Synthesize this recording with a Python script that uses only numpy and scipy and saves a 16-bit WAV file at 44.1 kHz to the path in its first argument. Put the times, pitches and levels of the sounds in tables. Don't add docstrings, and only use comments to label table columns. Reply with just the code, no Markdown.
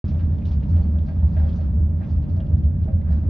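import sys
import numpy as np
from scipy import signal
from scipy.fft import rfft, irfft, next_fast_len
from scipy.io import wavfile
from scipy.ndimage import uniform_filter1d

SR = 44100
rng = np.random.default_rng(int(sys.argv[2]) if len(sys.argv) > 2 else 0)


def unload_audio(sound):
    columns = np.transpose(np.atleast_2d(sound))
    steps = np.round(np.clip(columns, -1, 1) * 32767)
    wavfile.write(sys.argv[1], SR, steps.astype(np.int16))


N = 145089

# (time [s], level [dB], brightness [dB])
HANGER_KNOCKS = [(0.111, -41.5, -20), (0.194, -46.5, -3.5), (0.270, -54, -21.5), (0.341, -43.5, -27.5),
                 (0.515, -51.5, -13), (0.759, -37, -18), (0.951, -40.5, -14.5), (1.079, -36, -13),
                 (1.201, -45, -22.5), (1.363, -31.5, -14.5), (1.394, -36.5, -15), (1.437, -34, -18),
                 (1.461, -42.5, -19.5), (1.583, -36.5, -16.5), (2.006, -39.5, -9), (2.365, -39.5, -22),
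                 (2.394, -38.5, -15), (2.45, -43.5, -25), (2.876, -33.5, -21), (3.1, -38, -18),
                 (3.221, -41.5, -23)]
KNOCK_RISE_S = .007


def shell_boom():
    # (time [s], level [dB])
    swells = [(.06, -24), (.12, -24), (.31, -18.5), (.45, -26.5), (.51, -16.5), (.59, -24), (.76, -15.5),
              (.92, -23.5), (1.03, -17.5), (1.08, -25.5), (1.26, -13), (1.31, -29), (1.35, -17),
              (1.48, -22.5), (1.57, -28.5), (1.61, -17.5), (1.74, -22.5), (1.81, -15), (1.92, -24),
              (2.09, -24), (2.18, -17.5), (2.24, -28), (2.33, -18), (2.48, -31), (2.54, -12), (2.59, -30.5),
              (2.66, -13.5), (2.75, -25.5), (2.82, -16), (2.89, -32), (2.96, -13.5), (3.0, -26.5),
              (3.13, -14.5), (3.21, -24.5), (3.28, -16)]
    boom_hz, wander, flutter_db = 79.66, .0724, 2
    swell_db = curve_in_time(swells)
    pitch_hz = boom_hz * (1 + wander * drift(10.27))
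    tone = np.sqrt(2) * np.sin(2 * np.pi * np.cumsum(pitch_hz) / SR + 2 * np.pi * rng.random())
    boom = from_db(swell_db + flutter_db * drift(32)) * tone
    rumble = from_db(-27) * drone(boom_hz, width_hz=43)
    return stereo([boom, np.zeros(N)], boom_hz) + rumble


def panel_drone():
    # (pitch [Hz], width [Hz], level [dB])
    hums = [(143.25, 10, -33.5), (174.2, 30, -32.5), (201.1, 30, -38), (227.5, 22, -39), (281.4, 30, -45.5),
            (333.2, 14, -55), (584, 62, -53.5), (637.2, 62, -64.5), (740, 50, -65), (1580, 110, -74.5)]
    return sum(from_db(db) * drone(hz, width_hz) for hz, width_hz, db in hums)


def wind():
    # (frequency [Hz], relative level [dB per Hz])
    colour = [(24, -34), (45, -11.5), (70, -3.5), (120, -15.5), (216, -24.5), (376, -34.5), (490, -40.5),
              (893, -46), (2000, -62.5), (4480, -70.5), (6900, -80.5)]
    # (time [s], relative level [dB])
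    treble = [(.06, -69), (.3, -72), (.58, -73), (.78, -68), (.93, -75), (1.5, -67), (1.75, -77),
              (1.98, -77), (2.05, -70), (2.2, -74), (2.75, -79), (2.98, -78), (3.28, -73)]
    level_db, flicker_db, treble_from_hz = -27, 2.5, 700
    treble_db = curve_in_time(treble)
    swing_db = treble_db - treble_db.mean()
    edges_hz = 20 * 2 ** np.arange(0, 9.1, .5)
    white = rng.standard_normal((2, 2, N + SR // 4))
    out = 0
    for k, (low, high) in enumerate(zip(edges_hz, edges_hz[1:])):
        band_filter = signal.butter(2, [low, high], "band", fs=SR, output="sos")
        band = signal.sosfilt(band_filter, white[k % 2])[:, -N:]
        hz = np.sqrt(low * high)
        treble_share = 1 / (1 + (treble_from_hz / hz) ** 2)
        band_db = curve_at_hz(colour, hz) + treble_share * swing_db + flicker_db * drift(19)
        out = out + from_db(band_db) * stereo(band, hz)
    return from_db(level_db) * rms_one(out)


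def hanger_knocks():
    # (pitch [Hz], level [dB], time to fade by 60 dB [s])
    frame_tones = [(544, -12.5, 0.56), (595, -10.5, 0.067), (635.5, -2.5, 0.2), (780, -13, 0.21),
                   (1600, -4.5, 0.19)]
    return strike(HANGER_KNOCKS, frame_tones, KNOCK_RISE_S, spread_db=2)


def shudders():
    def envelope(t, fade_s, grain):
        return grain * np.minimum(t / KNOCK_RISE_S, 1) * from_db(-60 * t / fade_s)

    offset_db, centre_hz, fade_s = -3.5, 1250, .28
    events = [(s, db + bright_db + offset_db, centre_hz, fade_s) for s, db, bright_db in HANGER_KNOCKS]
    return bursts(events, envelope, octaves=1.5)


def rattles():
    # (time [s], level [dB], centre pitch [Hz], time for the chatter to fade by 60 dB [s])
    events = [(.191, -57, 2690, 0.12), (.383, -60, 3150, 0.018), (.418, -55.5, 2200, 0.032),
              (.452, -52.5, 3360, 0.19), (.512, -53.5, 3270, 0.13), (.628, -55, 2370, 0.046),
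              (.761, -62, 2980, 0.043), (.986, -56, 3150, 0.025), (1.489, -55.5, 2920, .05),
              (1.529, -60.5, 3470, .08), (2.029, -56.5, 2410, 0.09), (2.360, -63.5, 3530, 0.077),
              (2.402, -54.5, 3010, 0.031), (2.464, -64.5, 3110, 0.052), (2.635, -59, 2740, 0.083),
              (3.012, -56, 2000, 0.046)]
    tick_fade_s, rise_s, chatter_db, hold_share = .051, .003, -6, .14

    def tick(t, fade_s, grain):
        return from_db(-60 * t / tick_fade_s)

    def chatter(t, fade_s, grain):
        drop_db = 60 * np.maximum(t / fade_s - hold_share, 0)
        return grain * np.minimum(t / rise_s, 1) * from_db(chatter_db - drop_db)

    return bursts(events, tick, octaves=.4) + bursts(events, chatter, octaves=1.3)


def scuffs():
    # (time [s], level [dB], centre pitch [Hz], length [s])
    rubs = [(.075, -61, 3600, .06), (.69, -70, 4000, .04), (1.055, -65, 3400, .06), (1.36, -64, 2500, .06),
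            (1.555, -63, 4000, .04), (1.60, -65, 3000, .04), (2.09, -69, 3600, .07), (2.22, -70, 2800, .05),
            (2.285, -69, 3500, .05), (2.575, -71, 3500, .04), (2.83, -67, 2900, .035),
            (3.10, -67, 3400, .11), (3.05, -56, 1200, .18)]

    def envelope(t, length_s, grain):
        return grain * np.sin(np.pi * np.sqrt(np.minimum(t / length_s, 1)))

    return bursts(rubs, envelope, octaves=1.25)


def fitting_pings():
    # (time [s], level [dB])
    pings = [(.703, -62), (.765, -66), (.826, -64), (1.082, -63), (1.58, -69), (2.107, -68), (2.22, -75),
             (2.30, -72), (3.10, -70), (3.16, -76)]
    # (pitch [Hz], level [dB], time to fade by 60 dB [s])
    fitting_tones = [(4432, 0, .2), (6100, -10, .06)]
    return strike([(s, db, 0) for s, db in pings], fitting_tones, rise_s=.004, spread_db=1.5)


def cabin_echo(x, fade_s=.12):
    size = next_fast_len(N + SR)
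    radians_per_sample = 2 * np.pi * np.arange(size // 2 + 1) / size
    delays = (rng.uniform(.004, .013, (2, 6, 1)) * SR).astype(int)
    bounce = from_db(-60 * delays / SR / fade_s) * np.exp(-1j * radians_per_sample * delays)
    all_bounces = np.sum(bounce / (1 - bounce), axis=1)
    return irfft(rfft(x, size) * all_bounces, size)[:, :N] / np.sqrt(6)


def drone(hz, width_hz):
    fade_s = np.log(1000) / (np.pi * width_hz)
    shaking = rng.standard_normal((2, N + SR))
    hum = ring(ring(shaking, hz, fade_s), hz, fade_s)[:, SR:]
    return stereo(rms_one(hum), hz)


def strike(events, tones, rise_s, spread_db, bright_from_hz=900):
    out, rise = np.zeros((2, N + SR)), int(rise_s * SR)
    shape = (len(events), len(tones), 2)
    strengths = from_db(rng.normal(0, spread_db, shape)) * rng.choice([-1, 1], shape)
    for k, (hz, tone_db, fade_s) in enumerate(tones):
        push = np.hanning(rise) * np.cos(2 * np.pi * hz * np.arange(rise) / SR) * 4 / rise
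        force = np.zeros((2, N + SR))
        for (s, db, bright_db), strength in zip(events, strengths[:, k]):
            start = int(s * SR)
            gain = from_db(db + tone_db + bright_db * (hz > bright_from_hz))
            force[:, start:start + rise] += gain * strength[:, None] * push
        out += stereo(ring(force, hz, fade_s), hz)
    return out[:, :N]


def bursts(events, envelope, octaves, touches_per_s=270, grain_db=1.6):
    out, t = np.zeros((2, N + SR)), np.arange(SR // 4) / SR
    noises = rng.standard_normal((len(events), 3, len(t)))
    for (s, db, hz, length_s), noise in zip(events, noises):
        touches = rms_one(uniform_filter1d(noise[2], int(SR / touches_per_s)))
        grain = rms_one(from_db(grain_db * touches))
        edges_hz = hz * 2 ** (np.array([-.5, .5]) * octaves)
        band_filter = signal.butter(3, edges_hz, "band", fs=SR, output="sos")
        burst = stereo(rms_one(signal.sosfilt(band_filter, noise[:2])), hz)
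        start = int(s * SR)
        out[:, start:start + len(t)] += from_db(db) * burst * envelope(t, length_s, grain)
    return out[:, :N]


def ring(x, hz, fade_s):
    decay, step = from_db(-60 / (fade_s * SR)), 2 * np.pi * hz / SR
    return signal.lfilter([0, np.sin(step)], [1, -2 * decay * np.cos(step), decay * decay], x + 1e-18)


def stereo(pair, hz):
    # (frequency [Hz], likeness [0 to 1])
    likeness = [(80, 0.97), (170, 0.98), (350, 0.42), (700, 0.46), (1400, 0.0), (2800, 1), (5500, 0.67)]
    # (frequency [Hz], left minus right [dB])
    balance = [(60, -.5), (200, -1.5), (700, 0.1)]
    alike, half_db = np.clip(curve_at_hz(likeness, hz), -1, 1), curve_at_hz(balance, hz) / 2
    shared = np.sqrt(1 + alike) * pair[0]
    opposite = np.sqrt(1 - alike) * pair[1] * [[1], [-1]]
    return (shared + opposite) * from_db([[half_db], [-half_db]]) / np.sqrt(2)


def drift(rate_hz):
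    hop, warm_up = 40, 2000
    memory = np.exp(-2 * np.pi * rate_hz * hop / SR)
    noise = rng.standard_normal(N // hop + warm_up + 2)
    slow = signal.lfilter([1], [1, -2 * memory, memory * memory], noise)[warm_up:]
    return np.interp(np.arange(N) / hop, np.arange(len(slow)), rms_one(slow))


def curve_in_time(points):
    times, values = np.transpose(points)
    return np.interp(np.arange(N) / SR, times, values)


def curve_at_hz(points, hz):
    frequencies, values = np.transpose(points)
    return np.interp(np.log(hz), np.log(frequencies), values)


def from_db(db):
    return 10 ** (np.asarray(db) / 20)


def rms_one(x):
    return x / np.sqrt(np.mean(x ** 2) + 1e-20)


def scene():
    clatter = rattles() + scuffs() + shudders() + hanger_knocks()
    pings = fitting_pings()
    return shell_boom() + panel_drone() + wind() + pings + clatter + from_db(-5.5) * cabin_echo(clatter)


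def record(dry):
    low_cut_hz, high_cut_hz, silence_s, fade_s = 32, 6800, .042, .0015
    t = np.arange(N) / SR
    fade = np.clip(np.minimum(t - silence_s, t[::-1]) / fade_s, 0, 1)
    low_cut = signal.butter(3, low_cut_hz, "high", fs=SR, output="sos")
    high_cut = signal.ellip(10, .5, 70, high_cut_hz, fs=SR, output="sos")
    return signal.sosfilt(high_cut, signal.sosfilt(low_cut, dry) * fade)


dry = scene()
out = record(dry)
unload_audio(out)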